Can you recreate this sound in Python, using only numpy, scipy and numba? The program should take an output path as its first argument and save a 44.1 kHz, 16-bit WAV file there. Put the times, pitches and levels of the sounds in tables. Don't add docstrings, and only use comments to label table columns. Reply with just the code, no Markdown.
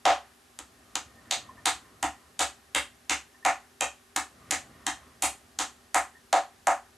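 import sys
import numpy as np
from scipy import signal
from scipy.fft import rfft, irfft
from scipy.io import wavfile
from scipy.ndimage import uniform_filter1d, minimum_filter1d
from numba import njit

SR = 44100
rng = np.random.default_rng(int(sys.argv[2]) if len(sys.argv) > 2 else 0)


def pcm_store(signal):
    levels = np.round(np.clip(np.atleast_2d(signal), -1, 1) * 32767)
    wavfile.write(sys.argv[1], SR, levels.astype(np.int16).T)


N = 307377
TIME = np.arange(N) / SR

# (t/s, force/dB, cupping of the palm/dB, weight/dB,
# finger gap f/Hz, finger gap level/dB, wet skin f/Hz, wet skin level/dB)
SLAP_EVENTS = [(.0545, 31.5, 1.5, 3, 3250, 29, 5800, 27), (0.5895, -16, 0.5, -18, 3150, -4.5, 7600, 1.5),
               (0.9549, 0.5, 0, -13, 3100, 9.5, 6500, 13.5), (1.311, 6.5, 3.5, -18, 3800, 23, 7000, 22.5),
               (1.6567, 19.5, -2.5, -6, 3900, 25.5, 8300, 25),
               (2.0282, 14.5, 1.5, 2, 2150, 8.5, 7150, 16.5), (2.3935, 17.5, 0, 0, 3450, 22.5, 7600, 25.5),
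               (2.749, 17.5, -6.5, -1.5, 3220, 23.5, 8300, 23),
               (3.0967, 15, -6.5, -2.5, 2430, 21.5, 6800, 23.5),
               (3.451, 27, -1.5, -1.5, 2390, 24, 6650, 22), (3.809, 16, -1.5, -3, 2360, 19, 7100, 21),
               (4.162, 13.5, -1.5, -7, 2320, 12, 7050, 16), (4.5117, 10, 0.5, -2.5, 1780, 17.5, 7100, 23),
               (4.8667, 10.5, 0, -1.5, 2780, 13.5, 7400, 18), (5.2235, 15, .5, -1, 2040, 18.5, 8750, 28.5),
               (5.5893, 12, -1.5, -5, 3180, 17, 6870, 23), (5.9453, 25, -1.5, -5.5, 2050, 23, 8000, 24),
               (6.3286, 22.5, 5, -7, 4000, 20.5, 7050, 20.5), (6.671, 24, 2.5, -5.5, 2650, -26, 6850, 19)]


def undb(db):
    return 10 ** (np.asarray(db) / 20)


def unit(x):
    return x / np.sqrt(np.mean(x ** 2))


def add(track, s, sound):
    i = max(int(s * SR), 0)
    track[i:i + len(sound)] += sound[:N - i]


def resonate(x, hz, width_hz):
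    return signal.lfilter(*signal.iirpeak(hz, hz / width_hz, fs=SR), x)


def colour(x, points, size=2048):
    hz, db = np.transpose(points)
    grid = np.maximum(np.arange(size // 2 + 1) * SR / size, 1)
    level_db = np.interp(np.log(grid), np.log(hz), db)
    cepstrum = irfft(np.log(undb(level_db)))
    cepstrum[1:size // 2] *= 2
    cepstrum[size // 2 + 1:] = 0
    response = irfft(np.exp(rfft(cepstrum)))
    return signal.fftconvolve(x, response)[:len(x)]


def walk(rate):
    k = int(SR / rate)
    held = np.repeat(rng.standard_normal(N // k + 1), k)
    return 0.52 * uniform_filter1d(held, k)[:N]


def spread(source, side_db):
    side = colour(source(), [(70, -8), (250, 0.0), (1000, 10.5), (6000, 1.5), (12000, -3.5)])
    return source() + undb(side_db) * side * np.array([[1], [-1]])


def studio(hiss_db=-62, hum_rate_hz=15, hum_wander_rad=1.9):
    # (f/Hz, level/dB per Hz, relative)
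    hiss_colour = [(15, -38), (25, -13.5), (79, -1), (181, -17), (257, -10), (309, -14.5), (394, 1.5),
                   (462, -13.5), (790, -7.5), (1150, -14.5), (1670, -8), (1860, -13.5), (2780, -13),
                   (12100, -16.5), (15000, -53)]
    # (f/Hz, level/dB)
    hum_tones = [(242, -72), (398, -80), (786, -77)]
    hum = np.zeros(N)
    for hz, db in hum_tones:
        phase = 2 * np.pi * hz * TIME + hum_wander_rad * walk(hum_rate_hz)
        hum += undb(db) * unit(np.sin(phase))
    hiss = unit(colour(rng.standard_normal(N), hiss_colour))
    return undb(hiss_db) * hiss + hum


def spin(coast_s=0.6, idle_db=-68):
    # (start t/s, length t/s, rumble added by the end of the push, level/dB)
    pushes = [(.55, 0.89, -58), (4.255, 0.29, -56)]
    speed = undb(idle_db)
    for s, length_s, db in pushes:
        climb = np.clip((TIME - s) / length_s, 0, 1)
        coast = np.exp(-np.maximum(TIME - s - length_s, 0) / coast_s)
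        speed = speed + undb(db) * climb * coast
    return speed


def bearing(uneven_db=-6.0, uneven_rate_hz=14, whirr_db=-4):
    # (f/Hz, width f/Hz, level/dB, relative)
    head_modes = [(1028, 190, -1), (1164, 130, -6), (1823, 30, 2.5), (770, 40, -11)]
    rolling = rng.standard_normal(N)
    rumble = colour(rolling, [(30, -15), (65, 5.5), (120, 1.5), (180, -1.5), (260, 3),
                              (400, -6.5), (700, -2.5), (2500, -25.5), (8000, -45)])
    whirr = np.zeros(N)
    for hz, width_hz, db in head_modes:
        level = undb(db + uneven_db * walk(uneven_rate_hz))
        whirr += level * resonate(rolling, hz, width_hz)
    return (unit(rumble) + undb(whirr_db) * unit(whirr)) * spin()


def chatter(swell_s=0.0039, faint_low_db=-8, size=8192, count=8):
    # (f/Hz, width f/Hz)
    board_modes = [(1030, 70), (1820, 78)]
    # (t/s, level/dB, lower resonance against the upper/dB)
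    clear = [(1.168, -57, -10), (1.253, -59, -4), (1.485, -58, 11), (1.575, -56, 3), (2.14, -57, -14),
             (3.341, -58, -6), (3.422, -55, -10), (6.148, -53.5, -14)]
    # (from t/s, to t/s, level against the rumble/dB)
    from_s, to_s, loose_db = (1.1, 2.4, -3.5)
    out, t, speed = np.zeros(N), TIME[:size], spin()
    swell = np.sqrt(t / swell_s) * np.exp(-t / (4 * swell_s))
    starts = from_s + (to_s - from_s) * (np.arange(count) + rng.random(count)) / count
    faint = []
    for s in starts:
        rumble_db = 20 * np.log10(np.interp(s, TIME, speed))
        faint.append((s, loose_db + rumble_db, faint_low_db))
    for s, db, low_db in list(clear) + faint:
        for (hz, width_hz), mode_db in zip(board_modes, (low_db, 0)):
            ring = resonate(rng.standard_normal(size), hz, width_hz)
            ring = unit(resonate(ring, hz, 2 * width_hz))
            add(out, s, undb(db + mode_db) * ring * swell)
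    return out


def thumps(rock_hz=67, rock_decay_s=0.058, rock_delay_s=0.0381, rock_db=-50,
           knock_hz=110, knock_decay_s=0.027, knock_delay_s=0.0016, knock_db=-46, size=16384):
    out, t = np.zeros(N), TIME[:size]
    for s, _, _, weight_db, *_ in SLAP_EVENTS:
        knock_tune, rock_tune = 1 + 0.048 * rng.standard_normal(2)
        knock = np.sin(2 * np.pi * knock_hz * knock_tune * t) * np.exp(-t / knock_decay_s)
        rock = np.sin(2 * np.pi * rock_hz * rock_tune * t) * np.exp(-t / rock_decay_s)
        add(out, s + knock_delay_s, undb(weight_db + knock_db) * knock)
        add(out, s + rock_delay_s, undb(weight_db + rock_db) * rock)
    return out


def burst(decay_s, size=1024, count=6):
    fade = np.exp(-TIME[:size] / decay_s)
    x = rng.standard_normal(size) * fade
    for _ in range(count):
        flat = irfft(np.exp(1j * np.angle(rfft(x))))
        x = flat * np.minimum(10 * fade, 1)
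    return x / np.sqrt(np.sum(x ** 2))


def fingers(q=1.44, contact_s=0.00049, settle_s=0.014, settle_db=-17.5, settle_hz=6400,
            scatter_db=3, count=2):
    # (t/s, level/dB, f/Hz)
    snaps = [(2.0304, 9.5, 2880), (2.3966, 18.5, 6240), (2.751, 13, 3060), (3.099, 15.5, 6500),
             (3.1067, 8, 6440), (3.811, 14.5, 2440), (4.1652, 15, 7260), (4.5089, 11, 7100),
             (4.521, 7, 5030), (4.868, 10.5, 3140)]
    out = np.zeros(N)
    for s, db, hz in snaps:
        add(out, s, undb(db) * resonate(burst(contact_s), hz, hz / q))
    for s, *_, wet_db in SLAP_EVENTS:
        for late, scatter in zip(rng.random(count), rng.standard_normal(count)):
            tick = resonate(burst(contact_s), settle_hz, settle_hz / q)
            tick_db = wet_db + settle_db + scatter_db * scatter
            add(out, s + late * settle_s, undb(tick_db) * tick)
    return out


def slaps(contact_s=0.0016, touch_s=0.0021, touch_lead_s=0.002, touch_db=-22,
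          hollow_hz=755, hollow_width_hz=190, smack_hz=1300, smack_width_hz=1300,
          smack_db=3, smack_growth=0.73, gap_q=3.2, wet_q=2.63,
          thud_hz=260, thud_width_hz=150, thud_db=2):
    out = np.zeros(N)
    for s, force_db, cup_db, weight_db, gap_hz, gap_db, wet_hz, wet_db in SLAP_EVENTS:
        touch = (touch_lead_s, touch_db, burst(touch_s))
        palm = (0, 0, burst(contact_s))
        for lead_s, db, push in (touch, palm):
            thud = undb(thud_db + weight_db) * resonate(push, thud_hz, thud_width_hz)
            hollow = undb(force_db + cup_db) * resonate(push, hollow_hz, hollow_width_hz)
            smack_level = undb(smack_db + smack_growth * force_db)
            smack = smack_level * resonate(push, smack_hz, smack_width_hz)
            gap = undb(gap_db) * resonate(push, gap_hz, gap_hz / gap_q)
            wet = undb(wet_db) * resonate(push, wet_hz, wet_hz / wet_q)
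            add(out, s - lead_s, undb(db) * (hollow - thud - smack + gap - wet))
    return out


def room(x, t60_s=0.22, gap_s=0.0048, build_s=0.00046, mode_t60_s=0.21, side_db=-12.0,
         linger_db=-34, linger_t60_s=0.88, size=32768):
    # (f/Hz, level/dB)
    wall_colour = [(100, 4.5), (280, 0.5), (450, 3), (600, -4.5), (800, -0.5), (1000, 7), (1500, 3),
                   (4000, -3.5), (8000, -5.5), (14000, -10)]
    # (delay t/s, level/dB)
    near_echoes = [(.0014, -25.5), (.0036, -16), (.0106, -34.5), (.0129, -22), (0.0152, -17)]
    # (f/Hz, level/dB)
    standing_waves = [(282, 4), (318, 7.5), (345, 7), (495, 8.5), (550, 5.5), (577, 9.5), (642, -10.5),
                      (692, 7.5), (728, 8), (771, 12), (853, -26), (941, 0), (1035, -19), (1244, 15)]
    t = TIME[:size]
    late = np.maximum(t - gap_s, 0)
    fade = undb(-60 * late / t60_s) * (1 - np.exp(-late / build_s))
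    linger = undb(linger_db - 60 * late / linger_t60_s) * (late > 0)
    tails = []
    for short, long in rng.standard_normal((2, 2, size)):
        tail = short * fade + resonate(long * linger, 1660, 930)
        tails.append(colour(tail, wall_colour) / np.sqrt(np.sum(fade ** 2)))
    mid = tails[0]
    side = undb(side_db) * colour(tails[1], [(300, -7.5), (1000, -3.0), (4000, 3.0), (12000, -1.5)])
    mid[0] += 1
    for delay_s, db in near_echoes:
        mid[int(delay_s * SR)] += undb(db)
    damping = np.log(1000) / mode_t60_s
    for k, (hz, db) in enumerate(standing_waves):
        level = (-1) ** k * undb(db) * 2 * damping / SR
        mid += level * np.exp(-damping * t) * np.sin(2 * np.pi * hz * t)
    left = signal.fftconvolve(x, mid + side)[:N]
    right = signal.fftconvolve(x, mid - side)[:N]
    return np.array([left, right])


@njit
def recover(allowed, length):
    out, gain, step = np.empty(len(allowed)), 1., 0.
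    for i in range(len(allowed)):
        gain = min(gain + step, 1.)
        if allowed[i] < gain:
            gain = allowed[i]
            step = max(step, (1 - gain) / length)
        if gain >= 1:
            step = 0.
        out[i] = gain
    return out


def scene():
    # (f/Hz, level/dB)
    hand_tone = [(60, 10.5), (170, -4.5), (290, 10), (420, 1), (600, 14), (1000, -4), (2000, 1), (4000, -4),
                 (5300, -10), (7000, -5), (10000, -9), (13500, -14.5), (15500, -72)]
    hand = colour(slaps() + fingers(), hand_tone)
    wheel = thumps() + chatter() + spread(bearing, side_db=-18.5)
    return room(hand) + wheel + spread(studio, side_db=-9.5)


def record(dry, ceiling_db=-11.0, recover_s=0.031, rumble_hz=42, top_hz=14900, size=24):
    low_cut = signal.butter(3, rumble_hz, "high", fs=SR, output="sos")
    high_cut = signal.ellip(8, .2, 70, top_hz, fs=SR, output="sos")
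    dry = signal.sosfilt(low_cut, dry)
    peak = np.abs(dry).max(axis=0) + 1e-9
    gain = recover(np.minimum(undb(ceiling_db) / peak, 1), float(recover_s * SR))
    gain = uniform_filter1d(minimum_filter1d(gain, size), size)
    return signal.sosfilt(high_cut, dry * gain)


dry = scene()
out = record(dry)
pcm_store(out)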